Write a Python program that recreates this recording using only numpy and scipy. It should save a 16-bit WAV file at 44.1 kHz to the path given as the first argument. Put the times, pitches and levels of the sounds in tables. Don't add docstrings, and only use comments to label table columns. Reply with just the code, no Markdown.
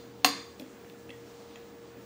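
import sys
import numpy as np
from scipy import signal
from scipy.fft import rfft, irfft
from scipy.io import wavfile
from scipy.ndimage import uniform_filter1d

SR = 44100
rng = np.random.default_rng(int(sys.argv[2]) if len(sys.argv) > 2 else 0)


def to_wav(sig):
    pcm = np.clip(np.atleast_2d(sig), -1, 1) * 32767
    pcm = np.round(pcm).astype(np.int16)
    wavfile.write(sys.argv[1], SR, pcm.T)


def gain_from_decibels(decibels):
    exponent = np.asarray(decibels, float) / 20
    return 10 ** exponent


N = 90404

# frequency [Hz], density [dB per Hz].
FLOOR = [(30, -19), (100, -7), (300, 4.5), (700, -6.5), (2000, -14.5), (8000, -23), (11500, -30.5),
         (14500, -26)]
FLOOR_DB, FLICKER_DB = -52, -1.25
# frequency [Hz], width [Hz], level [dB].
FAN = [(81.4, 8, -69), (202.4, 15.3, -63.5), (287, 5.2, -72), (340, 6.1, -83), (1708, 13, -74.5)]
# frequency [Hz], level [dB], wobble [dB].
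TONES = [
    (469, -53, 2),
    (15482, -70.5, 1.5),
]
MAINS_HZ, MAINS_DB = 120, -62
BEAT_HZ, BEAT_DB, BEAT_PEAK_S = 1.05, 6, 0.15

# delay [s], level [dB].
ECHOES = [(.0062, -17), (.0125, -20), (.0158, -13), (.027, -19), (.042, -20)]
# frequency [Hz], level [dB], decay time t60 [s].
ROOM = [(245, -28.5, 0.42), (487, -36.5, 0.49), (1080, -42.5, 0.54), (2000, -34, 0.47), (3700, -38.5, 0.51),
        (7000, -36.5, 0.51), (10200, -34, 0.35), (15400, -20, 0.12)]
ROOM_RISE_S = 0.0013

# start [s], level [dB], decay time t60 [s], lowest frequency [Hz].
SNAPS = [
    (.159, -52, .006, 8000),
    (0.597, -34.5, 0.0079, 1490),
    (.898, -52, 0.0095, 1490),
]
SNAP_TOP_HZ = 8900

# start [s], level [dB].
BLOWS = [
    (.24595, -2),
    (.2471, -12),
    (.2487, -12),
    (.2499, -17),
]
# frequency [Hz], level [dB], decay time t60 [s].
CASE = [(560, -22.5, 0.022), (737, -16.5, 0.054), (1084, -7, 0.0097), (1400, -36, 0.0044),
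        (1770, -12.5, 0.013), (2380, -16, 0.0062), (2700, -6, 0.0087), (3290, -15.5, 0.009),
        (4200, -10, 0.023), (4730, -14, 0.0093), (5540, -12.5, 0.0079), (6510, -12, 0.0083),
        (8530, -17, 0.016), (10340, -18, 0.0043)]
# frequency [Hz], level [dB], decay time t60 [s].
STEEL_EDGE = (13700, -7, 0.0013)
# frequency [Hz], level [dB], decay time t60 [s].
DESK = [(209, -43.5, 0.17), (282.3, -32.5, 0.27), (478.5, -41, 0.34)]
# frequency [Hz], level [dB], t60 [s].
BACK = [(1100, -10, 0.023), (2104, -22, .03), (3566, -16, 0.034), (4697, -9, 0.025), (4860, -16, 0.032),
        (7030, -21.5, 0.014), (10800, -30, 0.0087)]
FRONT_HZ = 3000
FRONT_SPREAD_DB = -3
SPREAD_DB, SPREAD_S = 0.5, 0.003
BUILD_S, REBOUND_SCATTER_DB = 0.0002, 2
RATTLE_DB, RATTLE_T60_S = -16, 0.031
EARLIER_TICK_S, EARLIER_DB = 0.25, -1

# start [s], level [dB], rod pitch [Hz], decay time t60 [s], thud level [dB].
TOUCHES = [(0.608, -44, 7000, .008, -33.5), (0.62, -45, 2700, 0.011, -34), (.638, -57, 2000, 0.011, -49),
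           (.598, -39, 3320, 0.012, -35), (.845, -46.5, 1830, .02, -68), (.898, -40, 3500, 0.0068, -60),
           (1.0934, -41, 2460, .012, -35), (1.1031, -39.5, 2660, 0.029, -48), (1.557, -42, 2580, .022, -63),
           (1.586, -58, 2500, 0.0099, -58)]
# pitch ratio, level [dB].
ROD = [(.75, -3), (1, 0), (1.24, -2)]
# start [s], level [dB], pitch [Hz], decay time t60 [s].
PINGS = [(1.092, -52, 10800, 0.0091), (1.0928, -43.5, 2680, 0.029), (1.109, -57, 3190, 0.017),
         (1.134, -51, 1890, 0.065), (1.558, -47.5, 6900, 0.017)]
CONTACT_S, TOUCH_NOISE_DB, TOUCH_WET_DB = 0.0012, -9, -2
THUD_HZ, THUD_T60_S = 272, 0.034
THUD_HIGH_HZ, THUD_HIGH_DB = 543, -5

# time [s], level [dB].
SLIDE = [(1.179, -80), (1.28, -64), (1.4, -65), (1.5, -66.5), (1.56, -89)]

# frequency [Hz], width [Hz], depth [dB].
GAPS = [(5260, 90, -18), (7730, 110, -16)]
# frequency [Hz], width [Hz], depth [dB].
DIPS = [(9500, 1070, -5.5), (12200, 440, -17)]
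BASS_CUT_HZ, TOP_HZ = 180, 15790


def unit(x):
    return x / np.sqrt(np.mean(x ** 2))


def shaped(x, gain):
    return irfft(rfft(x) * gain(np.fft.rfftfreq(len(x), 1 / SR) + 1), len(x))


def band(hz, width_hz, size=N):
    noise = rng.standard_normal(size)
    return unit(shaped(noise, lambda f: 1 / (1 + (2 * (f - hz) / width_hz) ** 2)))


def fade(t, t60):
    return np.exp(-np.log(1000) * np.maximum(t, 0) / t60) * (t >= 0)


def ring(t, hz, t60):
    return fade(t, t60) * np.sin(2 * np.pi * min(hz, 0.45 * SR) * t)


def walk(rate):
    k = int(SR / rate)
    return unit(uniform_filter1d(uniform_filter1d(rng.standard_normal(N), k), k))


def background(t):
    floor_hz, floor_db = np.array(FLOOR).T
    floor = 0
    for centre in 30 * 2 ** np.arange(10):
        def gain(f):
            octave = np.cos(np.pi / 2 * np.clip(np.log2(f / centre), -1, 1))
            return gain_from_decibels(np.interp(np.log(f), np.log(floor_hz), floor_db)) * octave
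        floor = floor + shaped(rng.standard_normal(N), gain) * gain_from_decibels(FLICKER_DB * walk(18))
    out = gain_from_decibels(FLOOR_DB) * unit(floor)
    out += sum(gain_from_decibels(db) * band(hz, width) for hz, width, db in FAN)
    for hz, db, wobble_db in TONES:
        level = gain_from_decibels(db + wobble_db * walk(13.3)) * np.sqrt(2)
        out += level * np.sin(2 * np.pi * hz * t + 0.5 * walk(5))
    beat_db = BEAT_DB * np.cos(2 * np.pi * BEAT_HZ * (t - BEAT_PEAK_S))
    return out + gain_from_decibels(MAINS_DB + beat_db) * np.sin(2 * np.pi * MAINS_HZ * t)


def room():
    t = np.arange(SR) / SR
    echoes = sum(gain_from_decibels(db) * np.maximum(1 - np.abs(t - s) * SR, 0) for s, db in ECHOES)
    tail = 0
    for hz, db, t60 in ROOM:
        tail = tail + gain_from_decibels(db) * np.sqrt(hz / SR) * band(hz, 0.51 * hz, size=SR) * fade(t, t60)
    return echoes, tail * (1 - np.exp(-(t / ROOM_RISE_S) ** 2))


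def snaps(t):
    out = np.zeros(N)
    for s, db, t60, low_hz in SNAPS:
        def gain(f):
            return f ** 2 / (f ** 2 + low_hz ** 2) / np.hypot(1, f / SNAP_TOP_HZ)
        out += gain_from_decibels(db) * fade(t - s, t60) * shaped(rng.standard_normal(N), gain)
    return out


def tick(t):
    modes = [*CASE, STEEL_EDGE]
    scatter = rng.standard_normal((len(BLOWS), len(modes)))
    scatter[0] = 0
    start, start_db = BLOWS[0]
    out = sum(gain_from_decibels(db) * ring(t - start, hz, t60) for hz, db, t60 in DESK)
    for (s, blow_db), mix in zip(BLOWS, scatter):
        build = np.clip((t - s) / BUILD_S, 0, 1)
        for k, (hz, db, t60) in enumerate(modes):
            side = -1 if hz > FRONT_HZ else (-1) ** k
            if mix[k - 1] > 0:
                side = -side
            level = gain_from_decibels(blow_db + db + REBOUND_SCATTER_DB * mix[k])
            out = out + side * level * ring(t - s, hz, t60) * build
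    out = out + gain_from_decibels(RATTLE_DB) * band(3100, 10500) * fade(t - start, RATTLE_T60_S)

    front = [(hz, db + FRONT_SPREAD_DB, t60) for hz, db, t60 in modes]
    power = sum(np.abs(rfft(gain_from_decibels(db) * ring(t, hz, t60))) ** 2 for hz, db, t60 in [*front, *DESK, *BACK])
    pulse = irfft(np.sqrt(power), N)
    spread = np.roll(pulse, int((start + SPREAD_S) * SR)) * gain_from_decibels(start_db + SPREAD_DB)
    return out, spread


def touches(t):
    out, noise = np.zeros(N), band(3000, 3000)
    for s, db, hz, t60, thud_db in TOUCHES:
        rod = sum(gain_from_decibels(part_db) * ring(t - s, hz * ratio, t60) for ratio, part_db in ROD)
        rod = rod + gain_from_decibels(TOUCH_NOISE_DB) * noise * fade(t - s, t60)
        thud = ring(t - s, THUD_HZ, THUD_T60_S)
        thud = thud + gain_from_decibels(THUD_HIGH_DB) * ring(t - s, THUD_HIGH_HZ, THUD_T60_S)
        out += (gain_from_decibels(db) * rod + gain_from_decibels(thud_db) * thud) * np.clip((t - s) / CONTACT_S, 0, 1)
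    return out + sum(gain_from_decibels(db) * ring(t - s, hz, t60) for s, db, hz, t60 in PINGS)


def slide(t):
    s, db = np.array(SLIDE).T
    return gain_from_decibels(np.interp(t, s, db) + 1.1 * walk(72)) * band(5200, 5300)


def scene():
    t = np.arange(N) / SR
    bass_cut = signal.butter(3, BASS_CUT_HZ, "high", fs=SR, output="sos")
    beat, spread = signal.sosfilt(bass_cut, tick(t))
    hand = signal.sosfilt(bass_cut, touches(t) + snaps(t) + slide(t))
    echoes, tail = room()
    wet = signal.fftconvolve(beat, echoes) + signal.fftconvolve(spread, tail)
    skip = int((BLOWS[0][0] + EARLIER_TICK_S) * SR)
    earlier = gain_from_decibels(EARLIER_DB) * wet[skip:skip + N]
    hand_wet = gain_from_decibels(TOUCH_WET_DB) * signal.fftconvolve(hand, echoes + tail)[:N]
    return (beat + wet[:N] + earlier + hand + hand_wet + background(t))[None]


def low_pass(x):
    return signal.sosfilt(signal.butter(12, 16850, fs=SR, output="sos"), x)


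def record(dry):
    x = dry[0]
    for hz, width, db in GAPS:
        x = x - (1 - gain_from_decibels(db)) * signal.lfilter(*signal.iirpeak(hz, hz / width, fs=SR), x)

    def gain(f):
        dips_db = sum(db * np.exp(-((f - hz) / width) ** 2) for hz, width, db in DIPS)
        top_cut_db = -70 / (1 + np.exp(np.clip((TOP_HZ - f) / 12, -50, 50)))
        return gain_from_decibels(dips_db + top_cut_db)

    return low_pass(shaped(x, gain)[None])


dry = scene()
out = record(dry)
to_wav(out)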